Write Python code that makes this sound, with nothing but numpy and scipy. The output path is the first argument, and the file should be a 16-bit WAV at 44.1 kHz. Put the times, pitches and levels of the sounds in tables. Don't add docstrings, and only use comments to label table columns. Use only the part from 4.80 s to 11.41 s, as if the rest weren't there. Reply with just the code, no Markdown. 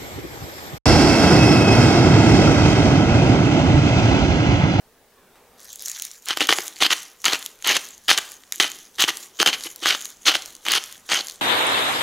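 import sys
import numpy as np
from scipy import signal
from scipy.io import wavfile
from scipy.ndimage import uniform_filter1d

SR = 44100
rng = np.random.default_rng(int(sys.argv[2]) if len(sys.argv) > 2 else 0)


def generate_wav(signal):
    frames = np.transpose(np.atleast_2d(signal))
    scaled = np.clip(frames, -1, 1) * 32767
    pcm = np.round(scaled).astype(np.int16)
    wavfile.write(sys.argv[1], SR, pcm)


def natural_amplitude(level_db):
    exponent = np.asarray(level_db, float) / 20
    return 10 ** exponent


N = 291501

# frequency in Hz, relative level in dB per Hz.
AIR_SPECTRUM = [(25, -4), (180, -11), (245, 1), (300, -17.5), (360, -4.5), (460, -2), (560, -6.5),
                (700, -7), (1100, -8.5), (2000, -15), (5000, -23)]
# time in seconds, level in dB.
AIR_SWELL = [(0.0, -53), (0.53, -51), (0.75, -49.5), (0.95, -54.5), (1.35, -55), (2.0, -55.5), (6.61, -52)]
# frequency in Hz, left-right likeness (1 is identical).
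AIR_LIKENESS = [(60, 0.86), (300, 0.94), (900, 0.97), (2500, 0.95)]
# frequency in Hz, relative level in dB.
HISS_SPECTRUM = [(1180, -33), (2000, -5), (3200, -1.5), (5000, -1.5), (13800, -5.5), (15100, 0),
                 (16000, -4)]
AIR_DB, HISS_DB = -57, -63

# frequency in Hz, time to fall 60 dB in seconds.
ROOM_DECAY = [(200, 0.76), (1000, 0.55), (4000, 0.41), (12000, 0.5)]

# start in seconds, level in dB, time to fall 60 dB in seconds,
# middle frequency in Hz.
LIFT_SCUFF = (.556, -55, .3, 1200)

# start in seconds, peak level in dB.
KNOCKS = [(1.61, -21), (1.691, -20), (1.784, -28.5), (2.006, -25), (3.769, -47), (4.598, -17.5),
          (4.854, -31), (5.022, -29)]
# frequency in Hz, relative level in dB,
# time to fall 60 dB in seconds.
KNOCK_TONES = [(220, -6.5, .05), (347, 3, 0.057), (468, -2, 0.055), (770, -5, .03)]

# frequency in Hz, relative level in dB per Hz.
CHAMBER_SPECTRUM = [(300, -26), (1200, -16), (1800, -9), (2600, -12), (3600, -6), (5300, -8), (6100, -3),
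                    (6800, 0), (7500, -4), (8100, -10), (11200, -7), (12800, -12), (15600, -14)]
# time in seconds, level in dB.
TIPPING = [(.77, -64), (.815, -49), (.99, -47.5), (1.07, -40), (1.14, -40.5), (1.23, -40.5), (1.29, -47.5),
           (1.37, -51), (1.41, -64)]
# start in seconds, length in seconds,
# level at first in dB, level at last in dB.
TRICKLES = [(1.74, 0.13, -38, -37), (1.904, 0.06, -53, -58), (2.134, 0.18, -33.5, -59),
            (2.563, 0.1, -45, -49), (2.985, 0.15, -41, -54.5), (3.404, .14, -45, -50),
            (3.722, .06, -42.5, -49), (3.874, 0.22, -44.5, -58), (4.316, 0.13, -44.5, -44),
            (4.753, .11, -49, -38.5), (4.899, 0.033, -43, -57), (5.156, .15, -41, -49.5),
            (5.573, 0.15, -47, -51), (5.988, 0.16, -46, -47), (6.402, .14, -44.5, -52.5)]
SETTLE_S, SETTLE_DB = 0.071, -25.5
STIR_DB = -61
STIR_S, STIR_RISE_DB = 0.046, 12.5

# frequency in Hz, relative level in dB per Hz.
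BODY_SPECTRUM = [(100, -26.5), (315, -1), (558, -15.5), (820, -4.5), (1310, -1.5), (2400, -3), (3000, 4),
                 (4200, -3), (6300, -6.5), (7500, -7.5), (10000, -10.5), (15600, -15), (16200, -43)]
# frequency in Hz, width in Hz (wider dies faster),
# relative level in dB before random changes.
HOUSING_RINGS = [(332, 310, -1), (849, 132, 4.5), (1320, 47, -4.5), (1820, 97, -31), (2470, 320, 0.5),
                 (3160, 200, 6.5), (3260, 1900, -2), (4520, 3000, -9.5), (6370, 520, -0.5)]
# start in seconds, time to peak in seconds,
# length in seconds, peak force in dB, force at release in dB.
BITES = [(1.465, 0.027, 0.072, -26.5, -30.5), (1.569, .005, 0.017, -29, -42),
         (1.597, 0.014, .062, -18.5, -33.5), (1.689, 0.0035, .048, -17, -27.5),
         (1.99, 0.011, 0.012, -46, -51), (2.004, 0.016, 0.066, -17, -23.5),
         (2.102, 0.011, 0.031, -20.5, -18.5), (2.443, .022, 0.066, -16.5, -30.5),
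         (2.508, 0.018, 0.053, -22.5, -27.5), (2.844, 0.05, 0.086, -18, -24.5),
         (2.931, 0.023, 0.041, -21.5, -20), (3.282, 0.02, 0.066, -13, -27.5),
         (3.368, 0.017, .02, -22.5, -20), (3.801, 0.0036, 0.078, -16.5, -34.5),
         (4.183, 0.021, 0.066, -17.5, -24.5), (4.278, 0.013, 0.029, -18.5, -30.5),
         (4.591, 0.025, 0.036, -16.5, -23.5), (4.66, 0.0043, 0.044, -19, -26),
         (4.726, 0.01, 0.031, -24, -31.5), (4.846, .012, 0.027, -38, -37.5), (5.021, 0.01, .034, -30, -26),
         (5.056, 0.013, 0.1, -17.5, -30.5), (5.455, 0.018, 0.072, -15, -27),
         (5.535, 0.013, 0.034, -22.5, -28), (5.852, 0.064, 0.13, -21, -22.5),
         (6.29, 0.024, 0.12, -19.5, -29.5)]
ATTACK_S, CATCH_DB, RELEASE_S, RELEASE_DB = 0.0048, -15.5, 0.0086, -26
# start in seconds, peak in the housing (middle part)
# in dB, peak in the treble in dB.
CRACKS = [(0.8034, -41, -34), (0.9303, -56, -17.5), (0.958, -55.5, -19), (1.0227, -32.5, -14),
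          (1.0588, -43, -14), (1.0827, -33, -14), (1.098, -24, -17), (1.1156, -37, -15), (1.198, -21, -17),
          (1.2218, -22, -8.5), (1.2513, -34, -12), (1.3143, -31, -23), (1.4581, -36, -19),
          (1.486, -14, -11.5), (1.5068, -9, -21), (1.5727, -8.5, -12), (1.6065, -5, -15), (1.671, -19, -14),
          (1.691, 1, -14), (1.7066, -3, -25), (1.7258, 1.5, -24), (1.7338, -21, -8.5), (1.7859, -7, -16.5),
          (1.8801, -20, -15.5), (2.0239, 0, -15), (2.1064, -9.5, -17.5), (2.2309, -33, -23),
          (2.418, -52, -29.5), (2.4436, -14, -17), (2.4543, -5, -7.5), (2.482, -5, -15), (2.5331, -5, -17),
          (2.6265, -22, -23), (2.6503, -38, -24), (2.6619, -14, -12.5), (2.8245, -25, -26.5),
          (2.8736, -16, -4.5), (2.968, -11.5, -13.5), (3.053, -35, -24), (3.088, -38, -21),
          (3.1792, -44.5, -30), (3.2831, -9, -13), (3.3136, 0.5, -11.5), (3.3766, -5, -6.5),
          (3.3865, -11, -13), (3.5185, -36, -20.5), (3.636, -37, -41), (3.7229, -10.5, -12),
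          (3.8, -1, -10.5), (3.859, -17.5, -31), (3.9171, -19.5, -21), (4.2075, -9, -9), (4.2224, -1, -3.5),
          (4.2392, -1.5, -21), (4.2823, -11.5, -14.5), (4.3706, -24.5, -14.5), (4.6011, -4, -10),
          (4.6285, -4, -7.5), (4.6618, -3, -11), (4.674, -3, -6), (4.8083, -25, -26), (4.825, -36, -29),
          (4.8375, -18.5, -18), (4.9604, -31, -19), (5.058, -4.5, -22), (5.149, -11, -25),
          (5.2138, -27, -22), (5.2552, -19.5, -14.5), (5.488, -9, -34), (5.5531, -7.5, -15),
          (5.6591, -32, -20), (5.7518, -45.5, -24.5), (5.766, -37, -33), (5.8521, -22.5, -25),
          (5.8653, -14, -18), (5.8846, -5.5, -11.5), (5.919, -13, -2), (5.9367, -6.5, -10),
          (6.039, -21.5, -21.5), (6.1253, -35, -21), (6.3178, -6, -26), (6.3332, -5, -26), (6.47, -29, -17),
          (6.4837, -20, -21), (6.498, -21.5, -21), (6.521, -30, -30)]
STRAY_DB = 9
STRAY_TREBLE_DB, STRAY_SPREAD_DB = -10, 5

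LOW_HZ, HIGH_HZ = 800, 5000


def evened(x):
    return x / np.sqrt(np.mean(x ** 2) + 1e-20)


def read(points, hz):
    f, value = np.transpose(points)
    return np.interp(np.log(hz + 1), np.log(f + 1), value)


def coloured(x, points, size=2048):
    hz = abs(np.fft.fftfreq(size, 1 / SR))
    log_gain = np.log(natural_amplitude(np.maximum(read(points, hz), -100)))
    taps = np.fft.ifft(np.exp(np.conj(signal.hilbert(log_gain)))).real[:size // 2]
    return signal.oaconvolve(x, taps)[:len(x)]


def filtered(x, order, hz, kind):
    return signal.sosfilt(signal.butter(order, hz, kind, fs=SR, output="sos"), x)


def thirds(x):
    bass = filtered(x, 2, LOW_HZ, "low")
    middle = filtered(x, 2, [LOW_HZ, HIGH_HZ], "band")
    treble = filtered(x, 2, HIGH_HZ, "high")
    return bass, -middle, treble


def patch_field(shape):
    field = rng.standard_normal(shape[::-1]).T
    field = uniform_filter1d(field, size=6, axis=0)
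    return evened(uniform_filter1d(field, size=16, axis=1))


def patchy(x, patch_db):
    z = signal.stft(x, nperseg=256)[2]
    return signal.istft(z * natural_amplitude(patch_db * patch_field(z.shape)), nperseg=256)[1][:len(x)]


def played(tables, sound, fade=0.0027):
    out = np.zeros(N)
    for rows in tables:
        s, db = np.transpose(rows)
        at = np.arange(round(s[0] * SR), min(round(s[-1] * SR), N))
        edges = signal.windows.tukey(len(at), min(2 * fade * SR / len(at), 1))
        out[at] += natural_amplitude(np.interp(at / SR, s, db)) * edges * sound[at]
    return out


def grains(per_s, spread_db, t60, count=30, pitched=0.59):
    happens = rng.random(N) < per_s / SR
    size = natural_amplitude(spread_db * np.minimum(rng.exponential(1, N), 4)) * happens
    kind = rng.integers(0, count, N)
    t = np.arange(600) / SR
    noise = rng.standard_normal((count, len(t)))
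    centres = np.geomspace(500, 15000, count)
    bands = np.array([filtered(row, 1, [hz / 1.7, hz * 1.33], "band") for hz, row in zip(centres, noise)])
    puffs = ((1 - pitched) * noise + 2 * pitched * bands) * natural_amplitude(-60 * t / t60)
    return evened(sum(signal.oaconvolve(size * (kind == k), puffs[k])[:N] for k in range(count)))


def background():
    frames, hz = N // 256 + 5, np.fft.rfftfreq(1024, 1 / SR)
    a, b, c, d = rng.standard_normal((4, len(hz), frames))
    s, db = np.transpose(AIR_SWELL)
    swell_db = np.interp(np.arange(frames) * 256 / SR, s, db - db[0])
    same = np.clip(read(AIR_LIKENESS, hz), -1, 1)[:, None]
    left = a + 1j * b
    right = same * left + np.sqrt(1 - same ** 2) * (c + 1j * d)
    patches_db = 2.2 * patch_field((len(hz), frames))
    z = np.array([left, right]) * natural_amplitude(read(AIR_SPECTRUM, hz)[:, None] + patches_db + swell_db)
    air = signal.istft(z, nperseg=1024, noverlap=768)[1][:, :N]
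    air = air / np.std(air[:, :SR // 2])
    hiss = np.array([coloured(side, HISS_SPECTRUM) for side in rng.standard_normal((2, N))])
    return natural_amplitude(AIR_DB) * air + natural_amplitude(HISS_DB) * evened(hiss)


def kitchen(x, turns_per_s=7):
    taps = np.zeros((3, SR // 2))
    slots = np.arange(100, SR // 2 - 20, 20)
    at = slots + rng.integers(0, 20, (3, len(slots)))
    np.put_along_axis(taps, at, rng.choice([-1., 1.], at.shape), 1)
    hz, t, z = signal.stft(taps, SR, nperseg=256)
    t60 = np.maximum(read(ROOM_DECAY, hz), .03)[:, None]
    tails = signal.istft(z * natural_amplitude(-60 * t / t60), SR, nperseg=256)[1]
    turn = np.cos(2 * np.pi * (turns_per_s * np.arange(N) / SR + np.arange(3)[:, None] / 3))
    return signal.fftconvolve(x * turn, tails / np.linalg.norm(tails[0]), axes=1)[:, :N].sum(0)


def lift():
    s, db, t60, hz = LIFT_SCUFF
    t = np.arange(N) / SR - s
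    scuff = filtered(rng.standard_normal(N), 1, [hz / 2, hz * 2], "band")
    return natural_amplitude(db - 60 * np.maximum(t, 0) / t60) * (t > 0) * evened(scuff)


def knocks(rise=0.0064):
    t, out = np.arange(6000) / SR, np.zeros(N + 6000)
    all_draws = rng.standard_normal((len(KNOCKS), len(KNOCK_TONES), 2))
    for (s, peak_db), draws in zip(KNOCKS, all_draws):
        ring = np.zeros(len(t))
        for (hz, db, t60), (a, b) in zip(KNOCK_TONES, draws):
            tone = np.sin(2 * np.pi * hz * (1 + 0.051 * b) * t)
            ring += natural_amplitude(db + 3.7 * a - 60 * t / t60) * tone
        ring *= np.minimum(t / rise, 1)
        out[round(s * SR):][:len(t)] += natural_amplitude(peak_db) * ring / abs(ring).max()
    return out[:N]


def sliding_salt():
    fine = grains(5000, spread_db=5.0, t60=0.0073)
    ticks = grains(200, spread_db=4.5, t60=.006, pitched=1.0)
    rattle = coloured(fine + 0.54 * ticks, CHAMBER_SPECTRUM)
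    rattle = patchy(rattle, patch_db=3)
    in_band = filtered(rattle, 2, [5500, 8000], "band")
    trickles = [[(s, db), (s + length, end_db), (s + length + SETTLE_S, end_db + SETTLE_DB)]
                for s, length, db, end_db in TRICKLES]
    stirs = [[(s - STIR_S, STIR_DB), (s + 0.028, STIR_DB + STIR_RISE_DB)] for s, *_ in BITES]
    held = [(TIPPING[-1][0], STIR_DB), (N / SR, STIR_DB)]
    return played([TIPPING, held] + trickles + stirs, rattle / np.std(in_band))


def mill_body(x, ring_change_db, ring_share=0.35):
    t = np.arange(1500) / SR
    rings = 0
    for (hz, width, db), change_db in zip(HOUSING_RINGS, ring_change_db):
        ring = width * np.exp(-np.pi * width * t) * np.sin(2 * np.pi * hz * t)
        rings = rings + natural_amplitude(db + change_db) * signal.oaconvolve(x, ring)[:len(x)]
    return (1 - ring_share) * evened(coloured(x, BODY_SPECTRUM)) + ring_share * evened(rings)


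def force_tables():
    tables = []
    for s, rise, length, db, end_db in BITES:
        release = s + max(length, rise + .001)
        catch_db = db + CATCH_DB * min(rise / 0.021, 1)
        tables.append([(s - ATTACK_S, db - 41), (s, catch_db), (s + rise, db), (release, end_db),
                       (release + RELEASE_S, end_db + RELEASE_DB)])
    return tables


def stray_cracks(count=2):
    rows = []
    for table, draws in zip(force_tables(), rng.random((len(BITES), count, 3))):
        s, db = np.transpose(table)
        for place, size, bright in draws:
            at = s[1] + place * (s[3] - s[1])
            body_db = np.interp(at, s, db) + STRAY_DB + STRAY_SPREAD_DB * (2 * size - 1)
            treble_db = body_db + STRAY_TREBLE_DB + STRAY_SPREAD_DB * (2 * bright - 1)
            rows.append((at, body_db, treble_db))
    return rows


def cracks(sharp=0.85, t60=0.0056, thin=0.59, bass_db=-14, ring_spread_db=4):
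    size, out = 2000, np.zeros(N + 2000)
    t, rows = np.arange(size) / SR, CRACKS + stray_cracks()
    draws = rng.standard_normal((len(rows), size + len(HOUSING_RINGS)))
    for (s, body_db, treble_db), noise in zip(rows, draws):
        force = noise[:size] * natural_amplitude(-60 * t / t60)
        force = signal.lfilter([1], [1, -.45 * np.tanh(noise[1])], force)
        force[0] += sharp * np.sign(noise[0])
        loose = treble_db > body_db - 3
        if loose:
            sound = coloured(signal.lfilter([1, -thin], [1, -.3], force), CHAMBER_SPECTRUM)
        else:
            sound = mill_body(force, ring_spread_db * noise[size:])
        bass, middle, treble = (part / abs(part).max() for part in thirds(sound))
        deep = 0 if loose else natural_amplitude(bass_db)
        out[round(s * SR):][:size] += natural_amplitude(body_db) * (middle + deep * bass) + natural_amplitude(treble_db) * treble
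    return out[:N]


def crunch(bass_db=-15, treble_db=-7, ring_spread_db=5):
    clumps = natural_amplitude(1.95 * evened(uniform_filter1d(rng.standard_normal(N), size=250)))
    force = evened(clumps * grains(6000, spread_db=2.8, t60=.005, pitched=.8))
    wander = uniform_filter1d(rng.standard_normal((len(HOUSING_RINGS), N)), size=3000, axis=1)
    sound = patchy(mill_body(force, ring_spread_db * evened(wander)), patch_db=2)
    bass, middle, treble = map(evened, thirds(sound))
    mix = middle + natural_amplitude(bass_db) * bass + natural_amplitude(treble_db) * treble
    return played(force_tables(), mix, fade=0.0031)


def scene():
    mill = lift() + knocks() + sliding_salt() + cracks() + crunch()
    mill = filtered(mill, 3, 170, "high")
    thin_copy = np.roll(signal.lfilter([1, -.7], [1], mill), 40)
    wide = natural_amplitude(-40) * np.array([[1], [-1]]) * thin_copy
    return mill + wide + natural_amplitude(-16) * kitchen(mill) + background()


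def roll_off(x):
    return signal.sosfilt(signal.butter(12, 16590, fs=SR, output="sos"), x)


def record(dry):
    edge = signal.firwin(255, 15900, window=("kaiser", 8), fs=SR)
    limited = np.clip(dry, -.93, .93)
    finished = signal.oaconvolve(limited, edge[None], "same")
    return roll_off(finished)


dry = scene()
out = record(dry)
generate_wav(out)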